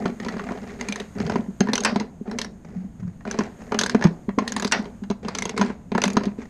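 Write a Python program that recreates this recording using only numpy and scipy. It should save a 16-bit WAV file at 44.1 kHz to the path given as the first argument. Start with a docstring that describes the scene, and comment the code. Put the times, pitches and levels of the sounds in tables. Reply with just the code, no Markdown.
"""Inside a sheet-metal box, a socket ratchet tightens a nut in the tray.
On each back swing the pawl clicks over the teeth; on each pull the socket knocks on the nut,
the thread grinds and the tray booms. Twice the wrench clanks hard and the whole box rings.
Contacts are short noise bursts plus dying sine waves; friction is random ticks through filters.
A hand rubs the handle now and then, over low outdoor air and a thin hiss."""
import sys
import numpy as np
from scipy import signal
from scipy.fft import rfft, irfft
from scipy.io import wavfile

SR = 44100
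rng = np.random.default_rng(int(sys.argv[2]) if len(sys.argv) > 2 else 0)


def store_wav(level_fs):
    """Save 16-bit WAV to argv[1]."""
    pcm = np.round(np.clip(np.atleast_2d(level_fs), -1, 1) * 32767)
    wavfile.write(sys.argv[1], SR, pcm.T.astype(np.int16))


N = 286209
TIME = np.arange(N) / SR
AGE = TIME[:SR // 3]  # seconds since a sound began
TRAY_HZ = 203.3  # usual pitch of the tray
BODY_HZ, TREBLE_HZ = 1500, 4200  # hardness lifts the treble between these two

# All levels in the tables are relative: each sound also has a loudness of its own.
# pawl dropping over a tooth, with that tooth's own tones:
# (t/s, level/dB, treble over body/dB, ring f/Hz, ring level/dB, ping f/Hz, ping level/dB)
CLICK_EVENTS = [(0.8111, -26, 4, 2050, -19.5, 6450, -25.5), (0.8863, -23, 3.5, 2400, -22, 6500, -25),
                (0.924, -27.5, 4.5, 2370, -19, 6130, -26), (0.9587, -28, 7, 1820, -23.5, 6280, -29),
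                (1.0002, -25.5, 1.5, 1840, -28, 6160, -35), (1.7334, -13.5, 0.5, 2030, -21, 5930, -20),
                (1.7553, -18, 3, 2070, -19, 6000, -14), (1.779, -18, 1.5, 1500, -19.5, 6030, -17),
                (1.8055, -32, 9, 1510, -38, 6530, -22), (1.8362, -29, 12, 1590, -25, 6350, -24),
                (2.3134, -26, -5, 1680, -35.5, 5460, -36), (2.3866, -22, 9, 2200, -21, 6020, -19.0),
                (2.415, -25.5, 10, 1800, -26, 5970, -31), (2.4463, -30.5, 4, 1700, -28, 5600, -31),
                (3.3121, -26, 7, 1620, -22.5, 6000, -23), (3.7894, -17, 13.5, 1580, -14, 6170, -15),
                (3.8122, -15, 7, 1670, -16, 6250, -18), (3.835, -18, 8.5, 1500, -18, 6700, -27),
                (3.862, -17, 2, 1610, -14.5, 6270, -26), (3.896, -22.5, 8, 1630, -16.5, 6450, -27.0),
                (4.4773, -26, 13, 1870, -21, 6300, -28), (4.5214, -29.5, 11.5, 1640, -22.5, 6630, -20.5),
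                (4.5641, -17, 2, 1890, -20.5, 6800, -27.5), (4.5981, -21.5, 0.5, 1640, -21.5, 6800, -25),
                (4.6234, -16.5, -2, 2130, -47, 6100, -26), (4.6466, -14.5, 1.5, 1520, -26, 6140, -28),
                (4.6764, -31.5, 10, 1510, -28, 5850, -43), (4.714, -28, 3, 1600, -23, 6170, -35),
                (5.284, -17, -6.5, 1820, -36, 6340, -38), (5.3499, -19, 5, 2580, -27, 6160, -23),
                (5.3861, -21, 6, 2150, -23, 6120, -21), (5.4224, -22.5, 8, 2110, -16.5, 6000, -20.5),
                (5.4543, -18, -1, 2020, -30, 6410, -22), (5.4936, -24.5, 5, 2160, -24, 6400, -27),
                (5.577, -18, -1.5, 2190, -20.5, 6800, -57), (5.979, -12.5, -7, 1830, -17.5, 6600, -43),
                (6.0183, -17.5, 5, 2600, -17.5, 5960, -21), (6.0383, -10.5, 2, 2080, -13.5, 6050, -15),
                (6.0541, -20, 4, 2620, -24, 5850, -31), (6.079, -19.0, -0.5, 2570, -24, 6510, -27),
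                (6.1018, -28, 1, 1840, -31, 6340, -31), (6.1326, -45, 16, 2480, -47, 6700, -33)]
# socket taking up its play on the nut:
# (t/s, level/dB, treble over body/dB, tray boom/dB, ring f/Hz)
KNOCK_EVENTS = [(0.022, -44, -3, -22, 1250), (0.056, -24, -4, -10, 419.0), (0.095, -45, 4, -17.5, 384),
                (0.2, -37.5, 7.5, -21, 1890), (0.248, -35.5, 6, -28, 425), (0.263, -39, 3, -17.5, 980),
                (0.2847, -33, 8, -27, 1940), (0.324, -43, 3, -36.0, 457.0), (0.339, -37, -14, -23, 402),
                (0.367, -38, -4, -39, 414), (0.3948, -32.5, -3, -44, 1910), (0.436, -45, -3, -28, 403.0),
                (0.4675, -38, -7, -31, 760), (0.488, -34, -8, -46, 419.0), (0.5079, -35, -13, -16, 460),
                (0.52, -35.5, -11, -30.0, 706), (0.575, -40, -4, -29, 705.0),
                (0.641, -44, -12.0, -28, 683.0), (1.201, -34.0, 2, -13, 398.0),
                (1.2648, -40, 11, -34.0, 1110), (1.297, -27.5, 0.5, -15, 985), (1.32, -32.5, 2, -40, 549.0),
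                (1.357, -24.5, -7, -10.5, 406), (1.6056, -22.5, 5, -3.5, 6370),
                (1.672, -33.5, -7.0, -26.0, 960), (1.6867, -29.5, -6, -11, 1800),
                (1.695, -35.0, -1, -24, 511.0), (1.959, -25, 0.5, -9, 700), (1.999, -34.5, 11, -20, 2040),
                (2.008, -32.5, -6, -20.0, 960), (2.277, -41.5, -10, -21.5, 407), (3.03, -50, -9, -57, 306),
                (3.208, -49, -10, -56, 1870), (3.252, -39, -1, -25.0, 1480), (3.277, -43, -1, -21, 690),
                (3.342, -35.5, -1, -26, 410), (3.3882, -23.5, 1, -10, 382), (3.4067, -25.5, -8.0, -18, 386),
                (3.7204, -23.5, -5, -17, 404), (3.7441, -24.5, -2.5, -17, 404),
                (3.9469, -20, -9, -2.5, 446.0), (4.011, -32, -1, -21, 419.0),
                (4.024, -26.5, -1, -40, 1717.0), (4.04, -21.5, 3.5, -26, 403), (4.0512, -20, -10, -14, 308),
                (4.068, -32.5, -2, -35, 344.0), (4.2909, -32, -11, -29, 405),
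                (4.3864, -22.5, 1.5, -19, 1056), (4.42, -37, -12, -16, 403.0), (4.855, -44, 6, -30, 974.0),
                (5.036, -43, 4, -44, 387.0), (5.101, -33.5, 8.5, -11.0, 440),
                (5.111, -31.5, -4.0, -22.5, 382.0), (5.248, -40.5, 2, -20, 804), (5.54, -42, -18, -23, 637),
                (5.595, -31, 0.0, -13, 400), (5.613, -22.5, 5.5, -15, 995), (5.627, -32.0, -9, -18, 775),
                (5.701, -33, -11, -42, 420), (5.9182, -29.5, -6, -13.5, 376.0),
                (5.9504, -26, -1, -9.5, 950), (6.1686, -17, 0.5, -5.5, 370),
                (6.208, -35, -11, -26.0, 376.0), (6.235, -34.5, 7.5, -29, 414),
                (6.255, -40.5, 12.5, -24, 430), (6.276, -41, -11, -26.0, 600)]
# hard steel-on-steel stops: (t/s, level/dB, treble over body/dB)
CLANK_EVENTS = [(1.8481, -13.5, -1.5), (4.7212, -15, -0.5)]
# colour of socket on nut: (f/Hz, level per band/dB)
SOCKET_COLOUR = [(300, -7), (420, -4.5), (600, 3.5), (1100, 2.5), (1700, 0.5), (2500, -4.5), (4200, -10),
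                 (6400, -9.5), (8000, -31), (10800, -31), (13000, -37)]


def from_db(db):
    """Decibels to gain."""
    return 10 ** (np.asarray(db) / 20)


def unit_energy(x):
    """Scale to an energy of one."""
    return x / np.sqrt(np.sum(x ** 2) + 1e-20)


def at_hz(points, hz):
    """Read a curve on a log-frequency axis."""
    f, value = np.transpose(points)
    return np.interp(np.log(np.maximum(hz, 1)), np.log(f), value)


def dying(t60):
    """Envelope that falls 60 dB in t60 seconds."""
    return np.exp(-np.log(1000) * AGE / max(t60, 1e-4))


def dying_tone(hz, t60):
    """A sine wave that dies away, with an energy of one."""
    return unit_energy(np.sin(2 * np.pi * hz * AGE) * dying(t60))


def add(out, s, sound):
    """Mix a sound in at time s."""
    i = int(np.clip(round(s * SR), 0, N - 1))
    out[i:i + len(sound)] += sound[:N - i]


def shaped(source, spectrum):
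    """Colour a long sound with a spectrum and bring its average (rms) level to 1."""
    hz = np.arange(N // 2 + 1) * SR / N
    coloured = irfft(rfft(source) * from_db(at_hz(spectrum, hz)), N)
    return unit_energy(coloured) * np.sqrt(N)


def band_bank(count=16):
    """Band-passes of about a third of an octave: (centre Hz, filter)."""
    edges = np.geomspace(280, 15500, count + 1)
    return [(np.sqrt(lo * hi), signal.butter(2, [lo, hi], "band", fs=SR, output="sos"))
            for lo, hi in zip(edges, edges[1:])]


def swell(start, length, attack_s, release_s):
    """A movement builds up, holds and dies away."""
    build_up = np.clip((TIME - start) / attack_s, 0, 1)
    return build_up * np.exp(-np.maximum(TIME - start - length, 0) / release_s)


def slips(per_s, size_db):
    """Random stick-slip ticks of uneven size, pushing either way."""
    sizes = from_db(size_db * np.minimum(rng.exponential(1, N), 4))
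    return (rng.random(N) < per_s / SR) * sizes * rng.choice([-1, 1], N)


def background():
    """Low outdoor air and a thin hiss that swells and sinks, both made of filtered noise."""
    # level of the hiss: (t/s, level/dB)
    hiss_level = [(0, -54.5), (1.2, -54.5), (2.1, -62.5), (3.2, -62.5), (3.65, -55.5), (4.3, -60),
                  (4.95, -59), (5.3, -64.5), (6.49, -60.5)]
    # spectra of the hiss and of the air: (f/Hz, level/dB)
    hiss_spectrum = [(1500, 6.5), (3500, -6), (5800, -9.5), (6600, 5), (7600, -7), (9000, -6),
                     (10500, -19.5), (13000, 0.5), (15000, -33)]
    air_spectrum = [(25, -0.5), (60, 7.5), (120, 3), (200, 10.5), (300, -3), (420, -11.5), (800, -16),
                    (2000, -43.5), (4000, -56)]
    times, levels_db = np.transpose(hiss_level)
    hiss_gain = from_db(np.interp(TIME, times, levels_db))
    air = from_db(-43.5) * shaped(rng.standard_normal(N), air_spectrum)
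    return air + hiss_gain * shaped(rng.standard_normal(N), hiss_spectrum)


def effort(per_dry):
    """Gain of a friction sound over all strokes, changed by per_dry dB for each dB of dryness."""
    # movements of the handle: (start t/s, length t/s, effort level/dB, thread dryness/dB)
    strokes = [(0.0, 0.084, -38.5, -3), (0.219, 0.35, -42.5, 5), (0.613, 0.022, -47.5, 4),
               (0.665, 0.079, -47.5, 10.5), (0.788, 0.23, -45.5, 13), (1.151, 0.25, -40.5, -3.5),
               (1.6, 0.42, -42, 0.5), (2.253, 0.2, -44.5, -2.5), (2.649, 0.18, -56, 5),
               (3.262, 0.19, -41.5, 9), (3.585, 0.1, -50.5, 3), (3.711, 0.365, -41.5, 1.5),
               (4.376, 0.29, -43, 3.5), (4.735, 0.13, -44, -5.5), (5.228, 0.28, -45, 10),
               (5.563, 0.11, -39.5, 12.5), (5.941, 0.33, -42, 1.5), (6.379, 0.041, -51.5, 13.5)]
    return sum(from_db(db + per_dry * dry) * swell(start, length, attack_s=0.0035, release_s=0.044)
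               for start, length, db, dry in strokes)


def gritty(ticks, cycles, count=16):
    """Each slip rings one of the wall's resonances, which falls 60 dB in the given cycles."""
    dealt = rng.integers(0, count, N)
    out = 0
    for k, hz in enumerate(np.geomspace(330, 3200, count)):
        r = from_db(-60 * hz / (cycles * SR))  # shrinking per sample
        w = 2 * np.pi * hz / SR  # turn per sample
        own_ticks = ticks * (dealt == k) + 1e-18
        out = out + signal.lfilter([hz * np.sin(w)], [1, -2 * r * np.cos(w), r * r], own_ticks)
    return out


def thread():
    """The nut sticks and slips on thread and washer: tray rumbles, walls grind, steel scrapes."""
    # spectra of the three friction sounds: (f/Hz, level/dB)
    rumble_spectrum = [(60, -32), (110, -17), (150, -21), (175, -7.5), (200, 3.5), (240, 2.5), (290, -13.5),
                       (400, -22), (600, -68)]
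    grind_spectrum = [(250, -14), (320, -19), (400, 18), (520, 4.5), (750, 5.5), (1200, -13.5),
                      (2000, -6.5), (2700, -38), (4500, -43)]
    scrape_spectrum = [(1300, 10.5), (2200, 11.5), (3000, 0), (4200, -0.5), (6400, -6), (7500, -7),
                       (10000, -23), (14000, -45)]
    rumble = shaped(slips(per_s=450, size_db=4.5), rumble_spectrum)
    grind = shaped(gritty(slips(per_s=1500, size_db=4.5), cycles=23.0), grind_spectrum)
    scrape = shaped(slips(per_s=1900, size_db=3.0), scrape_spectrum)
    # a dry thread scrapes more and rumbles less
    return (from_db(7.5) * effort(per_dry=-0.35) * rumble
            + from_db(1.5) * effort(per_dry=0) * grind
            + from_db(-15.0) * effort(per_dry=1) * scrape)


def treble_share(hz):
    """How much of the hardness a frequency gets: none in the body, all in the treble."""
    return at_hz([(BODY_HZ, 0), (TREBLE_HZ, 1)], hz)


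def strength(rows, hz):
    """How hard each contact drives a frequency, in dB: a harder one is brighter."""
    level_db, hardness = np.transpose(rows)[1:3]
    return level_db + hardness * treble_share(hz)


def chatter(rows, colour, crack_t60, patchy_db, size=1200):
    """Each contact is a short burst of steel chattering on steel, slightly longer in the lows."""
    rows, out, bands = np.array(rows), np.zeros(N), band_bank(count=18)
    noise = rng.standard_normal((len(rows), 2, size))
    # a random level for every contact and band gives each contact its own colour
    patches_db = patchy_db * rng.standard_normal((len(rows), len(bands)))
    sounds = 0
    for k, (hz, band) in enumerate(bands):
        envelope = dying(crack_t60 * (BODY_HZ / hz) ** 0.017)[:size]
        crack = signal.sosfilt(band, noise[:, k % 2] * envelope)
        crack /= np.linalg.norm(crack, axis=1, keepdims=True)
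        band_db = strength(rows, hz) + at_hz(colour, hz) + patches_db[:, k]
        sounds = sounds + crack * from_db(band_db)[:, None]
    for s, sound in zip(rows[:, 0], sounds):
        add(out, s, sound)
    return out


def ringing(times, drive_db, modes, spread_db):
    """The point of contact shifts, so every blow drives the ringing tones differently."""
    out = np.zeros(N)
    rings = np.array([from_db(db) * dying_tone(hz, t60) for hz, db, t60 in modes])
    shares = rng.standard_normal((len(times), 2, len(modes)))
    gains = from_db(drive_db + spread_db * shares[:, 0]) * np.sign(shares[:, 1])
    for s, sound in zip(times, gains @ rings):
        add(out, s, sound)
    return out


def contacts(rows, colour, crack_t60, steel_db, patchy_db):
    """A contact chatters and sets the steel ringing."""
    # ring of the wrench, socket and bolt: (f/Hz, level/dB, time to fall 60 dB t/s)
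    steel = [(986, 15, 0.026), (1687, 1.5, 0.039), (2204, 0.5, 0.055), (2560, -4, 0.056),
             (2850, -14.5, 0.05), (3460, -4.5, 0.059), (4010, -0.5, 0.043), (4350, -4, 0.05),
             (4660, -3, 0.032), (5000, -4.5, 0.035), (6000, -7.5, 0.025), (6450, -2, 0.065)]
    drive_db = np.transpose([strength(rows, hz) for hz, db, t60 in steel]) + steel_db
    times = [row[0] for row in rows]
    return chatter(rows, colour, crack_t60, patchy_db) + ringing(times, drive_db, steel, spread_db=2.5)


def rattle_rows(spread_db, hardness_db, count=420):
    """Random times for the loose socket's ticks, as strong as the handle's movement then."""
    place, size, hardness = rng.random((count, 3)).T
    s = (np.arange(count) + place) / count * TIME[-1]
    level_db = 20 * np.log10(np.interp(s, TIME, effort(per_dry=0.14)) + 1e-6)
    # below -43 dB of effort the socket stays seated: 1 dB extra lost per dB
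    level_db = level_db - np.maximum(-43 - level_db, 0)
    return np.transpose([s, level_db + spread_db * (size - .5), hardness_db + spread_db * (hardness - .5)])


def rattle():
    """The loose socket ticks lightly and at random against the nut while the handle moves."""
    # colour of the small ticks: (f/Hz, level per band/dB)
    rattle_colour = [(300, -20), (420, -8), (600, -9), (1100, -0.5), (2200, 3.5), (3000, -11.5),
                     (4500, -11), (6400, -16), (8000, -22), (13000, -40)]
    rows = rattle_rows(spread_db=10.5, hardness_db=5.5)
    return from_db(8.0) * contacts(rows, rattle_colour, crack_t60=0.017, steel_db=-28.0, patchy_db=5)


def with_rebounds(rows):
    """After each knock the socket rebounds once, weaker and duller, about 6 to 13 ms later."""
    rebound_s = 0.009
    first = np.array(rows)[:, :3]
    second = first + [rebound_s, -13, -9]  # time in s, level in dB, hardness in dB
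    second[:, 0] += rebound_s * rng.uniform(-0.369, .4, len(first))
    return np.concatenate([first, second])


def knock_rings():
    """The socket bears on another spot at every knock, so one short tone stands out each time."""
    out = np.zeros(N)
    for s, db, hardness, boom_db, ring_hz in KNOCK_EVENTS:
        tone_db = db + hardness * treble_share(ring_hz) + at_hz(SOCKET_COLOUR, ring_hz)
        add(out, s, from_db(tone_db) * dying_tone(ring_hz, t60=0.033))
    return out


def knocks():
    """The socket knocks on the nut and rebounds: chatter, steel ring and one tone per knock."""
    rows = with_rebounds(KNOCK_EVENTS)
    hits = contacts(rows, SOCKET_COLOUR, crack_t60=0.024, steel_db=-10.0, patchy_db=4.0)
    return from_db(15.0) * hits + from_db(26) * knock_rings()


def tray(blows, detune):
    """The tray's low tones swell and die; slow pushes start softly, hand pressure shifts the pitch."""
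    # ring of the tray, before its pitch shifts: (f/Hz, level/dB, time to fall 60 dB t/s, build-up t/s)
    tray_modes = [(216.4, 2.5, 0.057, 0.015), (202.5, -17, 0.22, 0.0085), (163, -29, 0.093, 0.0052),
                  (236.9, -12, 0.12, 0.017), (400.6, -11, 0.051, 0.0013)]
    push_dulls_db = 1121  # dB per octave for each second of build-up
    out = np.zeros(N)
    for (s, level_db, push_s, pitch_hz), shift in zip(blows, rng.standard_normal(len(blows))):
        pitch = pitch_hz / TRAY_HZ * (1 + detune * shift)
        ring = 0
        for hz, db, t60, rise_s in tray_modes:
            mode_db = db - push_dulls_db * push_s * np.log2(hz / tray_modes[0][0])
            envelope = dying(t60) * (1 - np.exp(-AGE / rise_s))
            ring = ring + from_db(mode_db) * np.sin(2 * np.pi * hz * pitch * AGE) * envelope
        ring = ring * (1 - np.exp(-AGE / push_s)) ** 2
        add(out, s, from_db(level_db) * ring / np.max(np.abs(ring)))
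    return out


def booms():
    """The bolt passes knocks, clicks and clanks on to the tray, which also gives further low thumps."""
    # further low thumps of the tray, some abrupt, some slow:
    # (t/s, peak level/dB, build-up t/s, pitch of the tray f/Hz)
    thumps = [(0.362, -24.5, 0.001, 205), (0.89, -22, 0.006, 206.6), (1.417, -30, 0.001, 183),
              (1.481, -23.5, 0.0047, 195), (1.727, -25, 0.001, 248), (1.923, -21, 0.0027, 205),
              (2.209, -24.5, 0.00083, 209), (2.755, -26, 0.02, 186), (2.839, -31, 0.011, 202.4),
              (3.021, -26, 0.017, 183), (4.05, -3.5, 0.00056, 170.5), (4.281, -16, 0.0019, 200.4),
              (4.377, -11, 0.0011, 238), (4.648, -16.5, 0.0014, 203.5), (5.018, -24.5, 0.0068, 199),
              (5.588, -16, 0.012, 200.4), (5.698, -21, 0.001, 197), (6.055, -17, 0.012, 201.5),
              (6.265, -17, 0.0036, 204.7), (6.384, -23, 0.00073, 229)]
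    knock_blows = [(s, boom_db, .0003, TRAY_HZ) for s, db, hardness, boom_db, ring_hz in KNOCK_EVENTS]
    tick_blows = [(s, db, .0005, TRAY_HZ) for s, db, *tone in CLICK_EVENTS + CLANK_EVENTS]
    knocked = from_db(-1) * tray(knock_blows, detune=0.031)
    ticked = from_db(-8.5) * tray(tick_blows, detune=0.063)
    thumped = from_db(2.5) * tray(thumps, detune=0.0086)
    return knocked + ticked + thumped


def box(x):
    """Dense ringing of the sheet-metal walls: noise in bands, each dying at its own rate."""
    # time to fall 60 dB: (f/Hz, t/s); zero or less means it stops almost at once
    box_t60 = [(300, 0.8), (1000, 0.41), (2200, 0.09), (5000, 0.24), (8000, -0.38)]
    # strength of the ringing: (f/Hz, level/dB)
    box_level = [(300, -9), (1000, -16.5), (2200, -6.5), (5000, -12), (6500, -11), (8000, -22.5),
                 (12000, -33)]
    tail = 0
    for hz, band in band_bank():
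        noise = signal.sosfilt(band, rng.standard_normal(len(AGE)))
        build_up = 1 - np.exp(-AGE / 0.00023)
        ring = unit_energy(noise * build_up * dying(at_hz(box_t60, hz)))
        tail = tail + ring * from_db(at_hz(box_level, hz)) * np.sqrt(hz / SR / 2)
    return signal.fftconvolve(x, tail)[:N]


def hand():
    """Skin drags on the handle: dull rubbing through the bolt, grainy brushing as it catches and slips."""
    # the hand shifting its grip: (start t/s, length t/s, dull rubbing level/dB, brushing level/dB)
    grips = [(0.635, 0.027, -61, -43.5), (1.158, 0.18, -33, -40), (2.624, 0.16, -69, -55),
             (2.985, 0.085, -33.5, -53.5), (3.583, 0.048, -53, -49.5), (6.407, 0.033, -52, -45)]
    # spectra of the two sounds: (f/Hz, level/dB)
    rubbing_spectrum = [(40, -11), (80, 18), (135, 23.5), (175, 25), (300, -53)]
    brushing_spectrum = [(250, 0), (450, 7), (1000, -3), (2200, -3.5), (3200, -22), (6500, -15),
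                         (10000, -43)]
    dull, bright = 0, 0
    for start, length, dull_db, bright_db in grips:
        movement = swell(start, length, attack_s=0.023, release_s=0.048)
        dull = dull + from_db(dull_db) * movement
        bright = bright + from_db(bright_db) * movement
    catches = signal.fftconvolve(np.abs(slips(per_s=170, size_db=5.0)), dying(0.022))[:N]
    rubbing = shaped(rng.standard_normal(N), rubbing_spectrum)
    brushing = shaped(catches * rng.standard_normal(N), brushing_spectrum)
    return dull * rubbing + bright * brushing


def teeth():
    """Each tooth gives a short ring and a bright ping; pitches change as the pawl moves round."""
    out = np.zeros(N)
    for s, db, hardness, ring_hz, ring_db, ping_hz, ping_db in CLICK_EVENTS:
        add(out, s, from_db(ring_db) * dying_tone(ring_hz, t60=0.017))
        add(out, s, from_db(ping_db) * dying_tone(ping_hz, t60=0.017))
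    return out


def pawl_clicks():
    """The pawl drops over the teeth: chatter, steel ring and the teeth's own tones."""
    # colour of pawl on tooth: (f/Hz, level per band/dB)
    click_colour = [(300, -17), (430, -3), (700, -11.5), (1100, -6.5), (1600, -9.5), (2500, -11),
                    (4200, -6.5), (6200, -13.5), (7600, -16.5), (9200, -20.5), (10800, -19.5),
                    (13000, -43.5)]
    drops = contacts(CLICK_EVENTS, click_colour, crack_t60=0.027, steel_db=-16.5, patchy_db=4)
    return from_db(13.0) * drops + from_db(16.5) * teeth()


def bounces(rows, gap_s, first_db, loss_db_per_s, spread_db, count):
    """An uneven, dying run of small contacts after each blow; gap_s is the mean gap."""
    out = []
    for s, db, hardness, *tone in rows:
        for d in np.cumsum(gap_s * (.5 + rng.random(count))):
            level_db = db + first_db - loss_db_per_s * d + spread_db * rng.standard_normal()
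            out.append((s + d, level_db, hardness))
    return out


def pawl_skips():
    """After a click the pawl skips up the back of the next tooth in three small contacts."""
    # colour of the skips: (f/Hz, level per band/dB)
    skip_colour = [(300, -29), (1000, 1), (2200, -12), (4200, -6), (6400, -7.5), (8000, -18), (13000, -46)]
    rows = bounces(CLICK_EVENTS, gap_s=.007, first_db=-15.5, loss_db_per_s=132, spread_db=-3.0, count=3)
    return from_db(11.5) * chatter(rows, skip_colour, crack_t60=0.042, patchy_db=2.5)


def clanks():
    """Hard stops of steel on steel: chatter and steel ring."""
    # colour of the clanks: (f/Hz, level per band/dB)
    clank_colour = [(300, -21), (700, -7), (1100, 0.5), (2000, 4.5), (3000, -2.5), (5000, -3), (6400, 2.5),
                    (9000, -15.5), (11000, -30), (13000, -45.5)]
    return from_db(16.5) * contacts(CLANK_EVENTS, clank_colour, crack_t60=0.034, steel_db=-17, patchy_db=1)


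def clank_bounces():
    """After a clank the loose socket bounces on, weaker and weaker."""
    rows = bounces(CLANK_EVENTS, gap_s=0.005, first_db=-8.5, loss_db_per_s=213.5, spread_db=1.5, count=16)
    return from_db(13.5) * contacts(rows, SOCKET_COLOUR, crack_t60=0.034, steel_db=-19, patchy_db=2.5)


def wrench():
    """All the wrench's contacts; every kind but the pawl's skips sets the box ringing."""
    loose = knocks() + rattle() + clank_bounces()
    clicks = pawl_clicks()
    hard = clanks()
    into_box = from_db(-2.0) * clicks + from_db(1.1) * loose + from_db(9) * hard
    return clicks + pawl_skips() + loose + hard + box(into_box)


def scene():
    """Everything at the one microphone in the tray."""
    friction = from_db(2) * thread()
    return (background() + friction + from_db(-0.5) * wrench() + booms() + hand())[None]


def record(dry):
    """Peaks are rounded, the microphone fades above 11.6 kHz and the top is cut at 15.5 kHz."""
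    top = .85  # the rounded peaks stay below this
    rounded = dry / (1 + (dry / top) ** 4) ** .25
    microphone = signal.butter(8, 11600, fs=SR, output="sos")
    top_cut = signal.cheby2(12, 60, 15500, fs=SR, output="sos")
    return signal.sosfilt(top_cut, signal.sosfilt(microphone, rounded))


dry = scene()
out = record(dry)
store_wav(out)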